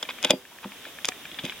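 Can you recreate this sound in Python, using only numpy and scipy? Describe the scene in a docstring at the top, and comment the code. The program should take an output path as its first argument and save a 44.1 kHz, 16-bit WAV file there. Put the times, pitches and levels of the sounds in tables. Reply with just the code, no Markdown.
"""Scrapes, clicks and a loud snap: a plug is pushed into a plastic power adapter, knocking a wooden bench.
The adapter is let go, and a small plastic device on a cable is picked up with sharp clicks and rubs.
Each touch makes the plastic shell, the metal contacts or the wood ring briefly.
Behind it a portable stereo gives faint static with a regular interference tick;
this background sinks after the loudest snap and comes back."""
import sys
import numpy as np
from scipy import signal
from scipy.fft import rfft, irfft
from scipy.io import wavfile

SR = 44100
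rng = np.random.default_rng(int(sys.argv[2]) if len(sys.argv) > 2 else 0)


def master(y):
    """Save y as 16-bit WAV."""
    cut = np.clip(np.atleast_2d(y).T, -1, 1)
    pcm = np.round(cut * 32767)  # scale
    wavfile.write(sys.argv[1], SR, pcm.astype(np.int16))


N = 70560
T = np.arange(int(.25 * SR)) / SR   # the time axis of one short sound, in seconds
STATIC_TOP_HZ = 3880
# In the tables, "fade" is the time to drop by 60 dB and "stretch" multiplies that time.
# More "tilt" is brighter, "pan" above 0 is to the left, and "lag" delays the right ear.


# Sharp clicks: (time [s], shell level [dB], shell tilt [dB/octave], metal level [dB],
# crack level [dB], stretch [x], pan [dB], lag [ms])
CLICK_HITS = [(0.0279, -24, -3, -22.5, -52, 1.2, 9, 0.053), (0.228, -24.5, 5, -20, -54, 2.1, 16, 0.024),
              (.2395, -18.5, 22, -27, -48, 1.8, 4, 0.018), (0.2466, -15.5, 27, -25, -43, 1.1, 12, 0.068),
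              (0.248, -8, 19.5, -12.5, -27.5, 1.37, 28, 0.056),
              (0.2526, -11.5, 9, -29, -44, 0.27, 6, 0.025), (0.3018, -26, -19, -41, -41, 0.41, 13, 0.039),
              (0.3054, -18, 0.5, -16, -30, 1.1, 10, 0.031), (.307, -5, 26, -2.5, -20.5, 1.13, 14.5, 0.023),
              (1.0465, -13, 7.5, -19.5, -37, 0.8, 12, 0.048), (1.0543, -19, 51, -12, -56, 1.06, -2, 0),
              (1.0852, -39, 9, -36, -33, 0.14, 0, -0.034), (1.0837, -46, -15, -40, -36, 0.34, 4, 0.033),
              (1.0868, -25, -16, -18.5, -38, .3, 5, 0.058),
              (1.0886, -12.5, -2, -12.5, -40, 0.56, -7, -0.042),
              (1.4523, -21, 5, -28, -29.5, 1.1, 31, -0.06), (1.4967, -21.5, 8, -40, -54, 2.4, 3, -0.058)]
def clicks():
    """Hard hits ring the plastic shell and the metal contacts, with a short crack on top."""
    out = np.zeros((2, N))
    for s, shell_db, tilt_db, metal_db, crack_db, stretch, pan_db, lag_ms in CLICK_HITS:
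        force = touch(chatter=.037)
        burst = rng.standard_normal(len(T)) * fade(.022 * stretch)
        crack = cut_treble(cut_bass(burst, hz=4000), hz=11900)
        add(out, s, from_db(shell_db) * drive(force, shell(tilt_db, stretch)), 0, lag_ms)
        add(out, s, from_db(metal_db) * drive(force, contacts(stretch)), pan_db, lag_ms)
        add(out, s, from_db(crack_db) * crack, pan_db, lag_ms)
    return out


# The shell's natural tones: (pitch [Hz], relative level [dB], fade [s])
SHELL_TONES = [(815, -13, 0.0047), (932, -4.5, 0.008), (1200, -6.5, 0.0059), (1557, -6.5, 0.017),
               (2191, -3.5, 0.014), (2503, 2, 0.014), (2973, -2, 0.013), (3293, -0.5, 0.015),
               (3458, 2, 0.011), (3520, -47.5, 0.0047)]
def shell(tilt_db, stretch=1):
    """Struck plastic rings very briefly; the microphone dulls it above about 4 kHz."""
    return cut_treble(ringing(SHELL_TONES, tilt_db, stretch), hz=4070)


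# The metal's natural tones: (pitch [Hz], relative level [dB], fade [s])
METAL_TONES = [(5180, 14, 0.0053), (5560, -1.5, 0.006), (6170, 3, 0.0082), (6650, 12, 0.0037),
               (7340, -10, 0.013), (8980, 0.5, 0.002), (10120, 5, 0.0036), (11430, -1, .004)]
def contacts(stretch=1):
    """The small metal contacts give a tiny, bright ring."""
    return cut_treble(ringing(METAL_TONES, 0, stretch), hz=10600)


# Knocks on the bench: (time [s], level [dB], tilt [dB/octave], stretch [x], push rise time [ms])
BENCH_HITS = [(.0275, -30.5, 7, 0.89, .1), (.2375, -21, 5, 0.54, 0.22), (.2478, -18.5, 1.5, 1, 0.061),
              (.2995, -11, -15, 0.27, 0.081), (.3038, -6.5, 6.5, 1, 0.11), (.333, -15, -1.5, 1, 0.096),
              (.642, -34.5, 12, 0.33, 0.13), (.654, -24.5, -0.5, 1.0, 0.34), (.866, -31, 8, 0.56, 0.12),
              (1.0883, -6.5, -7, 0.11, 0.12), (1.249, -39.5, -50, 0.89, .3), (1.316, -41, -5, 1.0, 0.27),
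              (1.388, -35, -9, 1.0, 0.37), (1.4385, -21, -10, 1, 0.15), (1.453, -30.5, 5, 1.0, .15)]
# The bench's natural tones: (pitch [Hz], relative level [dB], fade [s])
BENCH_TONES = [(146, -11, 0.046), (194, -5, 0.076), (263.6, -3, 0.098), (357, -5.5, 0.11), (495, -1, 0.066),
               (603, 4, 0.043), (860, -7.5, 0.048), (1007, -25, 0.14)]
def knocks():
    """A quick push makes the wooden bench ring; a slower push sounds duller."""
    out = np.zeros((2, N))
    for s, db, tilt_db, stretch, rise_ms in BENCH_HITS:
        push = T * np.exp(-T * 1000 / rise_ms)
        wood = ringing(BENCH_TONES, tilt_db, stretch, far=True)
        add(out, s, from_db(db) * drive(push / push.sum(), wood))
    return out


# Tones that stand out after a hit: (time [s], pitch [Hz], level [dB], fade [s], pan [dB])
LINGERING_TONES = [(.307, 4830, -34.5, 0.2, 19), (.307, 3470, -6.5, 0.02, 1.5), (.305, 252.5, -29, .07, -1),
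                   (.334, 387.5, -39.5, 0.28, 0), (.334, 496, -36, 0.21, -5), (.652, 203, -32, 0.14, 0.5),
                   (1.089, 737, -40.5, .16, 3), (1.4385, 206, -29, 0.12, 0.5),
                   (1.4962, 2330, -30, 0.022, 0)]
def lingering():
    """A springy contact, the shell or the bench rings on at a single pitch."""
    out = np.zeros((2, N))
    for s, hz, db, fade_s, pan_db in LINGERING_TONES:
        add(out, s, from_db(db) * np.sin(2 * np.pi * hz * T) * fade(fade_s), pan_db)
    return out


# Plastic and wool rubbing:
# (time [s], length [s], shell level [dB], shell tilt [dB/octave], metal level [dB])
RUB_STROKES = [(0.0262, 0.0031, -24.5, 34, -34), (0.088, 0.0027, -29, -1, -46),
               (.099, 0.011, -32.5, -0.5, -48), (0.229, 0.005, -34.5, -2, -51),
               (0.242, 0.01, -25, -3.5, -55), (0.263, 0.038, -37.5, -4, -49), (.296, 0.018, -25.5, 3, -40),
               (0.512, 0.053, -54.5, -36, -78), (0.625, 0.016, -43.5, -8.5, -71),
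               (.642, 0.014, -39, -15, -68), (0.841, 0.046, -46.5, 1, -60), (1.057, 0.018, -45.5, 11, -43),
               (1.082, 0.0055, -31, -36, -27), (1.387, 0.0098, -33.5, 34, -65),
               (1.434, 0.03, -38.5, 8, -50), (1.449, 0.0044, -32.5, 30, -43.5),
               (1.460, 0.028, -41, -2, -54), (1.503, 0.0024, -52, 8, -45)]
def rubs():
    """A rub is a crowd of tiny slips, each ringing the shell and the contacts."""
    slips_per_s, rise_s, release_s = 2500, .0014, .0035
    out = np.zeros((2, N))
    for s, length_s, shell_db, tilt_db, metal_db in RUB_STROKES:
        stroke = np.minimum(T / rise_s, 1) * np.exp(-np.maximum(T - length_s, 0) / release_s)
        slipping = rng.random(len(T)) < slips_per_s / SR
        slips = slipping * rng.standard_normal(len(T)) * stroke
        for body, db, pan_db in ((shell(tilt_db), shell_db, 0), (contacts(), metal_db, 4.5)):
            scrape = drive(slips, body)
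            scrape *= np.linalg.norm(stroke) / (np.linalg.norm(scrape) + 1e-12)
            add(out, s, from_db(db) * scrape, pan_db)
    return out


# Light taps: (time [s], relative level [dB], tilt [dB/octave])
LIGHT_TAPS = [(0.0912, -23, -5), (.642, -31.5, -8), (1.315, -30.5, 22), (1.3437, -29.5, 16),
              (1.3915, -27.5, 0)]
def taps():
    """Fingers and cable touch the plastic shell, softly and with a little grit."""
    out = np.zeros((2, N))
    for s, db, tilt_db in LIGHT_TAPS:
        tap = drive(touch(chatter=.21), shell(tilt_db))
        add(out, s, from_db(db) * tap / np.sqrt(2), lag_ms=0)
    return out


def echoes(sound):
    """Things nearby bounce the sound back as a short, dull tail, different in each ear."""
    tail = cut_treble(rng.standard_normal((2, len(T))), hz=3300) * fade(.15)
    tail *= from_db(-22) / np.linalg.norm(tail[0])
    return signal.fftconvolve(cut_bass(sound, hz=655), tail, axes=1)[:, :N]


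# The loudspeaker's natural tones: (pitch [Hz], relative level [dB], fade [s])
SPEAKER_TONES = [(664, -14, 0.013), (1470, 0.5, 0.011), (1725, 9, 0.013), (2180, 0.5, 0.013),
                 (2360, 3, 0.031), (3000, -11, 0.024)]
def ticks():
    """Interference jolts the loudspeaker at a steady rate, rising and sinking with the static."""
    first_s, every_s, boost_db = .052, .13355, 14.5
    out = np.zeros((2, N))
    for s in np.arange(first_s, N / SR, every_s):
        tick = cut_treble(drive(touch(chatter=.15), ringing(SPEAKER_TONES)), STATIC_TOP_HZ)
        static_db, _ = background_levels(s)
        add(out, s, from_db(static_db + boost_db) * tick)
    return out


# Tone colour of the static: (frequency [Hz], relative level [dB])
STATIC_COLOUR = [(25, 12), (65, 7.5), (110, -10), (250, 5), (450, -0.5), (1000, -6.5), (1800, 0),
                 (2600, 2.5), (3400, 6.5), (3900, 3)]
# Tone colour of the thin hiss: (frequency [Hz], relative level [dB])
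HISS_COLOUR = [(1000, 6), (4200, -1.5), (5500, 2), (8000, -2), (12000, -1.5), (16000, -2)]
def static_and_hiss():
    """The loudspeaker gives soft static; a thin hiss reaches higher into the treble."""
    static_db, hiss_db = background_levels(np.arange(N) / SR)
    static = from_db(static_db) * noise(STATIC_COLOUR, STATIC_TOP_HZ)
    hiss = from_db(hiss_db) * noise(HISS_COLOUR, SR / 2)
    return static + hiss


# Loudness of the background: (time [s], static level [dB], hiss level [dB])
BACKGROUND_LEVELS = [(0, -47, -47.5), (.23, -44.5, -47.5), (.32, -54, -48), (.45, -53.5, -52.5),
                     (.6, -53, -49), (.79, -46.5, -47.5), (1.04, -48, -47), (1.3, -45, -47.5),
                     (1.6, -44, -46.5)]
def background_levels(s):
    """The static and hiss levels at time s: they sink, then come back."""
    times, static_db, hiss_db = np.transpose(BACKGROUND_LEVELS)
    return np.interp(s, times, static_db), np.interp(s, times, hiss_db)


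# How alike the noise is in both ears: (frequency [Hz], likeness [0 to 1])
EAR_LIKENESS = [(50, 0.87), (300, 0.95), (1000, 0.82), (2000, 0.89), (3500, 0.1), (6000, 0.12),
                (15000, 0.016)]
def noise(colour, top_hz):
    """Steady stereo noise, centred in the bass and spread wide in the treble."""
    hz = np.fft.rfftfreq(N, 1 / SR)
    alike = read_curve(EAR_LIKENESS, hz)
    shared, opposite = rfft(rng.standard_normal((2, N)))
    ears = np.sqrt(1 + alike) * shared + np.sqrt(1 - alike) * opposite * [[1], [-1]]
    steep_cut = 1 / np.sqrt(1 + (hz / top_hz) ** 50)
    sound = irfft(from_db(read_curve(colour, hz)) * steep_cut * ears, N)
    return sound / sound.std()


def ringing(tones, tilt_db=0, stretch=1, far=False):
    """A struck object sounds all its natural tones at once, each fading at its own rate."""
    hz, db, fades = np.transpose(tones)
    gains = from_db(db + tilt_db * np.log2(hz))
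    if far:   # away from the hit, every other tone is flipped, so the sound builds more slowly
        gains[1::2] *= -1
    gains /= np.linalg.norm(gains)
    return sum(gain * np.cos(2 * np.pi * pitch * T) * fade(fade_s * stretch)
               for pitch, gain, fade_s in zip(hz, gains, fades))


def touch(chatter):
    """The force of one hit, followed by a brief rattle of the surfaces."""
    return (T == 0) + chatter * rng.standard_normal(len(T)) * fade(.019)


def drive(force, ring):
    """Every bit of the force starts its own copy of the object's ring."""
    return signal.fftconvolve(force, ring)[:len(T)]


def fade(seconds):
    """A smooth fall of 60 dB in the given time."""
    return from_db(-60 * T / seconds)


def from_db(db):
    """Turn decibels into a multiplier."""
    return 10 ** (np.asarray(db) / 20)


def read_curve(points, hz):
    """Read between a table's points, with frequency spaced in octaves."""
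    frequencies, values = np.transpose(points)
    return np.interp(np.log(hz + 1), np.log(frequencies), values)


def cut_bass(sound, hz):
    """Thin the sound by weakening everything below hz."""
    return signal.sosfilt(signal.butter(2, hz, "high", fs=SR, output="sos"), sound)


def cut_treble(sound, hz):
    """Dull the sound by weakening everything above hz."""
    return signal.sosfilt(signal.butter(4, hz, fs=SR, output="sos"), sound)


def add(out, s, sound, pan_db=0, lag_ms=.039):
    """Mix a sound in at time s, placed by a level gap and a tiny delay between the ears."""
    start, padded = int(s * SR), 2 * len(T)
    gains = from_db([[pan_db / 2], [-pan_db / 2]])
    gains /= np.sqrt(np.mean(gains ** 2))
    delay = np.exp(-2j * np.pi * np.fft.rfftfreq(padded, 1 / SR) * lag_ms / 1000)
    right = irfft(rfft(sound, padded) * delay)[:len(T)]
    out[:, start:start + len(T)] += (gains * [sound, right])[:, :N - start]


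def scene():
    """The handling sounds and their echoes, in front of the ticks, static and hiss."""
    handling = clicks() + taps() + knocks() + rubs() + lingering()
    microphone_dip = signal.iirnotch(4284, Q=9.2, fs=SR)   # weakens a narrow band at 4284 Hz
    handling = signal.lfilter(*microphone_dip, handling)
    return handling + echoes(handling) + ticks() + static_and_hiss()


def record(dry):
    """Flatten the loudest peaks, then cut the deep bass and the highest treble."""
    flattened = dry / (1 + dry ** 8) ** .125
    top_cut = signal.ellip(10, .1, 70, 15900, fs=SR, output="sos")
    return signal.sosfilt(top_cut, cut_bass(flattened, hz=104))


dry = scene()
out = record(dry)
master(out)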